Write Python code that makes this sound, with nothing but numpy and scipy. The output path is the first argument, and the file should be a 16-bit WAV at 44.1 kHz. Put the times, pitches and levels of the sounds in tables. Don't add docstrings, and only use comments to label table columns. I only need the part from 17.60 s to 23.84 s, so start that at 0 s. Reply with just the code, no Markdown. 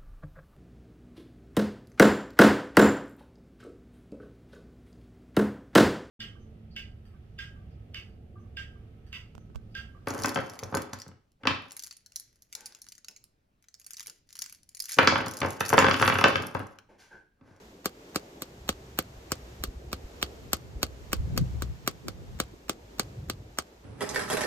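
import sys
import numpy as np
from scipy import signal
from scipy.fft import rfft, irfft, next_fast_len
from scipy.io import wavfile
from scipy.ndimage import uniform_filter1d, map_coordinates

SR = 44100
rng = np.random.default_rng(int(sys.argv[2]) if len(sys.argv) > 2 else 0)


def unload_audio(sound):
    columns = np.transpose(np.atleast_2d(sound))
    steps = np.round(np.clip(columns, -1, 1) * 32767)
    wavfile.write(sys.argv[1], SR, steps.astype(np.int16))


N = 275184

# t/s, level/dB
FAR_LEVEL = [(0.0, -54.5), (0.22, -56.5), (0.48, -51), (0.94, -52), (1.51, -52.5), (2.83, -51.5),
             (3.3, -53), (3.58, -53.5), (3.72, -51.5), (4.22, -56.5), (5.13, -56.5), (5.61, -53.5),
             (6.24, -57.5)]
# f/Hz, relative density/dB per Hz
HUM_COLOUR = [(40, -120), (90, -28), (180, -5.5), (280, -3), (380, -1), (520, -6), (750, -11.5), (950, -17),
              (1300, -57), (3000, -120)]
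# f/Hz, relative density/dB per Hz
HISS_COLOUR = [(600, 1), (1000, 1.5), (2000, -2.5), (4000, -6.5), (7000, -9), (10000, -21), (13500, -12.5),
               (15800, -35), (16300, -50)]
# f/Hz, likeness (-1 to 1)
FAR_LIKENESS = [(200, 1), (640, 0.24), (1400, -0.31), (3100, -0.13), (7000, 0.27), (15000, -0.34)]
HISS_DB, HISS_FOLLOWS = -56.5, 0.56

# t/s, deep buffeting/dB, faster buffeting/dB
WIND_LEVELS = [(0, -66, -67), (.7, -66, -62.5), (1.0, -55, -53), (1.6, -55.5, -50.5), (2.2, -49, -50),
               (2.5, -51, -57.5), (3.1, -52.5, -51), (3.3, -44.5, -53), (3.48, -53, -54),
               (3.58, -35.5, -35.5), (3.77, -39, -30.5), (3.82, -37, -20), (3.86, -35.5, -36.5),
               (4.05, -33, -38.5), (4.2, -56, -46), (4.4, -57.5, -49.5), (4.7, -48, -44), (4.92, -52, -52),
               (5.1, -53, -63), (5.35, -57, -54.5), (5.6, -50, -42), (5.87, -49.5, -48), (6.05, -65.5, -62),
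               (6.24, -59, -77)]
# f/Hz, relative density/dB per Hz
DEEP_COLOUR = [(10, -120), (18, -41), (30, -15), (45, 4.5), (62, 13), (80, 6.5), (110, -7.5), (160, -58),
               (300, -120)]
# f/Hz, relative density/dB per Hz
FAST_COLOUR = [(25, -120), (60, -23), (90, -2.5), (120, 1), (160, -5.5), (220, -14), (320, -32.5),
               (700, -120)]
# f/Hz, relative density/dB per Hz
PUFF_COLOUR = [(40, -120), (100, -26), (200, 1.5), (400, -3), (700, -31), (1200, -38), (3000, -120)]
# t/s, level/dB, half length/s
PUFFS = [(3.78, -38, .04), (3.95, -48, .02), (4.47, -41.5, .03), (4.94, -45, .008), (5.7, -46, .02)]
# t/s, level/dB
THUMPS = [(1.02, -46), (1.58, -44.5), (1.84, -45), (2.015, -36.5), (2.09, -32.5), (2.17, -37), (2.28, -41),
          (2.455, -36.5), (3.17, -33.5), (3.42, -50), (3.6, -29), (3.65, -30.5), (4.1, -36.5), (4.55, -46),
          (4.7, -43), (4.765, -42), (4.84, -44), (5.25, -48), (5.6, -42), (5.685, -44)]
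THUMP_HALF_S = 0.014
# f/Hz, likeness (-1 to 1)
DEEP_LIKENESS = [(45, 0.88), (80, 0.34)]
# f/Hz, likeness (-1 to 1)
FAST_LIKENESS = [(30, 0.2)]

# pop/dB, thud/dB, snap/dB, sheen/dB, first touch/dB, sway/dB
SLAPS = [(0.257, -17, -3.5, -6.5, -5.5, 0, -23.5, -27), (0.5586, -17.5, -2.5, -4.5, -4, -3.5, -22, -22),
         (0.8201, -24, -8, -8.5, -6, 0.5, -26, -33), (1.0905, -16, -3, -6, -5, -3, -22, -10.5),
         (1.3879, -16, -2.5, -7.5, -6.5, 1.5, -25, -13), (1.7184, -17.5, -3, -6.5, -4, -5, -27, -12),
         (2.0375, -19.5, -6.5, -9.5, -6, 1.5, -28, -13), (2.3293, -21, -3.5, -10, -10, -3.5, -23, -9),
         (2.627, -14, -7.5, -14, -11.5, -7, -21.5, -14),
         (2.9314, -15, -3.5, -10.5, -2.5, 2.5, -28.5, -10.5),
         (3.2296, -15, -4.5, -10, -5.5, -2, -27.5, -10), (3.5304, -16, -3, -8, -6.5, -1.5, -22, -19),
         (3.7762, -19, -2.5, -7.5, -4, 2.5, -21.5, -18), (4.021, -23.5, -3, -5.5, -5.5, -3, -27.5, -16),
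         (4.2756, -16.5, -2, -8, -3.5, -0.5, -24, -33), (4.4825, -24, -3.5, -7.5, -8, -5.5, -28, -22),
         (4.8004, -15.5, -4, -8.5, -6, -4, -27, -26), (5.0945, -19, -1.5, -7, -1.5, -3, -26, -18),
         (5.3953, -16, -4, -10, -3.5, -4, -26, -19), (5.6981, -17.5, -7, -12, -9, -9, -33, -28),
         (5.9858, -18.5, -1.5, -11, -2.5, -3, -27, -17)]
# f/Hz, relative level/dB
SQUEEZE_COLOUR = [(300, -38), (700, 9), (2000, 4), (5000, 0), (8000, -4.5), (10500, -22), (13500, -1),
                  (17000, -29)]
# f/Hz, relative level/dB
CRACK_COLOUR = [(900, -51), (1700, -15.5), (2300, -14), (3100, 0.5), (3800, -4), (4500, 4), (5300, -8),
                (6500, -23)]
# f/Hz, relative level/dB
SNAP_COLOUR = [(4800, -8.5), (5800, -0.5), (6600, -1), (7500, 0.5), (8800, -6), (9600, 0.5), (10500, -45),
               (11500, -46)]
# f/Hz, relative level/dB
SHEEN_COLOUR = [(9500, -37), (11000, -2), (12500, -1), (13800, 8), (15000, 0.5), (15800, -14), (17000, -76)]
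# f/Hz, relative level/dB, time to fade by 60 dB/s
POP_TONES = [(1197, 1.5, 0.013), (1309, 4, 0.011), (1493, -0.5, 0.013), (2230, 0.5, 0.011),
             (740, 6, 0.0085)]
# f/Hz, relative level/dB, time to fade by 60 dB/s
THUD_TONES = [(202, -4, 0.036), (255.6, -0.5, 0.029), (315.3, 0, 0.032), (374.6, -1, 0.029),
              (508, -11, 0.073)]
# f/Hz, relative level/dB, time to fade by 60 dB/s
SWAY_TONES = [(72.4, -3, 0.093), (135, -7, .03)]
SWAY_LATE_S = 0.0071
SCATTER_DB = 1.2
SMALL_SOLE_HZ = 165
# delay/s, level/dB
ECHOES = [(.0008, -18.5), (.0095, -23), (0.0361, -29.5)]
# f/Hz, time to fade by 60 dB/s
TERRACE_FADE = [(200, 0.094), (1200, 0.082), (4000, 0.082), (8000, 0.077), (14000, 0.036)]
# f/Hz, level/dB
PORT_TILT = [(60, -8), (110, -6), (200, 2), (380, 9), (700, -2.5), (1290, -1), (2380, -2.5), (4400, -1),
             (8120, 1.5), (15000, -0.5)]
# f/Hz, phase/radians
PORT_LEAD = [(0, 0), (600, 0), (900, .7), (1800, .9), (2500, 1.7), (3200, 2.3), (3600, 3.9), (4400, 4.4),
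             (5000, 1.9), (6000, 2.6), (6700, 1), (7500, 0), (8800, -.9), (9200, -1.8), (17500, -12.7)]

# t/s, f/Hz
MONO_CORNER = [(0, 513), (1.15, 480), (2.6, 129), (3.5, 50.3), (4.65, 50), (4.85, 170), (5.8, 274),
               (6.24, 250)]
TOP_HZ = 17150


def amp(db):
    return 10 ** (np.asarray(db) / 20)


def unit(x):
    return x / np.sqrt(np.mean(x ** 2) + 1e-20)


def along(points, hz):
    f, values = np.transpose(points)
    return np.interp(np.log(hz + 1), np.log(f + 1), values)


def curves(rows):
    s, *columns = np.transpose(rows)
    return [np.interp(np.arange(N) / SR, s, column) for column in columns]


def wobble(rate):
    knots = rng.standard_normal(int(N * rate / SR) + 4)
    return map_coordinates(knots, [np.arange(N) * rate / SR])


def filtered(x, response):
    n = x.shape[-1]
    padded = next_fast_len(n + 4096)
    hz = np.fft.rfftfreq(padded, 1 / SR)
    return irfft(rfft(x, padded) * response(hz), padded)[..., :n]


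def rush(spectrum, alike, patchy_db):
    z = signal.stft(rng.standard_normal((2, N)), nperseg=512)[2]
    patches = uniform_filter1d(rng.standard_normal(z.shape[1:]), size=5, axis=0)
    patches = uniform_filter1d(patches, size=12, axis=1)
    pair = signal.istft(z * amp(patchy_db * unit(patches)), nperseg=512)[1][:, :N]

    def mid_side_gains(hz):
        angle = np.arccos(np.clip(along(alike, hz), -1, 1)) / 2
        return amp(along(spectrum, hz)) * [np.cos(angle), np.sin(angle)]

    mid, side = filtered(pair, mid_side_gains)
    return unit(np.array([mid + side, mid - side]))


def surroundings():
    far_db, = curves(FAR_LEVEL)
    hiss_db = HISS_DB + HISS_FOLLOWS * (far_db + 53)
    hum = amp(far_db + 1.14 * wobble(9)) * rush(HUM_COLOUR, FAR_LIKENESS, patchy_db=1.56)
    hissing = amp(hiss_db + 1.4 * wobble(4.6)) * rush(HISS_COLOUR, FAR_LIKENESS, patchy_db=0.3)
    return hum + hissing


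def even(x):
    envelope = np.abs(signal.hilbert(x.mean(0), next_fast_len(N))[:N])
    level = uniform_filter1d(envelope, size=600)
    x = x / (level + .35)
    return x / np.std(x.mean(0))


def wind():
    t = np.arange(N) / SR

    def bell(s, db, half):
        return amp(db) * np.exp(-((t - s) / half) ** 2)

    deep_db, fast_db = curves(WIND_LEVELS)
    thumps = sum(bell(s, db, THUMP_HALF_S) for s, db in THUMPS)
    deep_level = np.hypot(amp(deep_db + 2.5 * wobble(16)), thumps)
    deep = deep_level * even(rush(DEEP_COLOUR, DEEP_LIKENESS, patchy_db=0))
    lumps = amp(1.6 * np.array([wobble(24), wobble(24)]))
    fast = amp(fast_db) * unit(lumps * rush(FAST_COLOUR, FAST_LIKENESS, patchy_db=-2.0))
    puff_level = sum(bell(*row) for row in PUFFS)
    puffs = puff_level * rush(PUFF_COLOUR, FAST_LIKENESS, patchy_db=1.5)
    return deep + fast + puffs


def hiss(spectrum, size):
    return unit(filtered(rng.standard_normal(size), lambda hz: amp(along(spectrum, hz))))


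def colour_click(spectrum, size, at):
    impulse = 1.0 * (np.arange(size) == at)
    return unit(filtered(impulse, lambda hz: amp(along(spectrum, hz))))


def burst(t, start, t60):
    since = np.maximum(t - start, 0)
    return (1 - np.exp(-since / 0.0001)) * amp(-60 * since / t60)


def ringing(tones, t, sign, attack):
    t = np.maximum(t, 0)
    ring = 0
    for hz, db, t60 in tones:
        fade = amp(db + SCATTER_DB * rng.normal() - 60 * t / t60)
        ring = ring + fade * np.sin(2 * np.pi * hz * t)
    return sign * ring * (1 - np.exp(-t / attack))


def small_sole(hz):
    ratio = hz / SMALL_SOLE_HZ
    return (1j * ratio) ** 2 / (1 + 1.2j * ratio - ratio ** 2)


def terrace(click):
    hz, t, z = signal.stft(rng.standard_normal((2, len(click))), SR, nperseg=128)
    fade = amp(-60 * t / along(TERRACE_FADE, hz)[:, None])
    tail = signal.istft(z * fade, SR, nperseg=128)[1]
    tail = tail / np.linalg.norm(tail[0])
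    tail = np.pad(tail, ((0, 0), (round(0.0024 * SR), 0)))
    return signal.fftconvolve(click[None], tail, axes=1)[:, :len(click)]


def ports(hz):
    log_level = np.log(amp(along(PORT_TILT, hz)))
    ratio = log_level + 1j * np.interp(hz, *np.transpose(PORT_LEAD))
    return np.exp(np.outer([.5, -.5], ratio))


def slaps():
    out = np.zeros((2, N + SR))
    before = round(.03 * SR)
    size = SR // 5
    t = (np.arange(size) - before) / SR
    for s, db, pop_db, thud_db, snap_db, sheen_db, touch_db, sway_db in SLAPS:
        squeeze = burst(t, -0.0118, 0.026) + .5 * burst(t, -0.0053, 0.35)
        touch = amp(touch_db) * hiss(SQUEEZE_COLOUR, size) * squeeze * (t < .001)
        layers = [(CRACK_COLOUR, burst(t, 0.00072, 0.0079)),
                  (SNAP_COLOUR, amp(snap_db) * burst(t, 0.00037, 0.016)),
                  (SHEEN_COLOUR, amp(sheen_db) * burst(t, 0.00027, 0.0065))]
        crack = sum(shape * hiss(spectrum, size) for spectrum, shape in layers)
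        pop_ring = ringing(POP_TONES, t - .0003, sign=-1.02, attack=0.00093)
        pop = amp(pop_db) * filtered(pop_ring, small_sole)
        thud_ring = ringing(THUD_TONES, t - .0022, sign=0.93, attack=0.0011)
        thud = amp(thud_db) * filtered(thud_ring, small_sole)
        sway = amp(sway_db) * ringing(SWAY_TONES, t - SWAY_LATE_S, sign=-1.05, attack=0.0049)
        direct = touch + crack + pop + thud + sway
        echoes = sum(amp(echo_db) * np.pad(direct, (round(lag * SR), 0))[:size] for lag, echo_db in ECHOES)
        click = sum(np.std(shape) * colour_click(spectrum, size, before) for spectrum, shape in layers)
        diffuse = terrace(amp(-10.5) * (click + pop + thud))
        first = round(s * SR) - before
        out[:, first:first + size] += amp(db) * (filtered(direct + echoes, ports) + diffuse)
    return out[:, :N]


def scene():
    return surroundings() + wind() + slaps()


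def record(dry):
    mid, side = (dry[0] + dry[1]) / 2, (dry[0] - dry[1]) / 2
    hz, t, z = signal.stft(side, SR, nperseg=2048)
    ratio = hz[:, None] / np.interp(t, *np.transpose(MONO_CORNER))
    steep_gain = 1 / np.sqrt(1 + (ratio + 1e-3) ** -40.0)
    side = signal.istft(z * steep_gain, SR, nperseg=2048)[1][:N]
    return filtered(np.array([mid + side, mid - side]), lambda hz: hz < TOP_HZ)


dry = scene()
out = record(dry)
unload_audio(out)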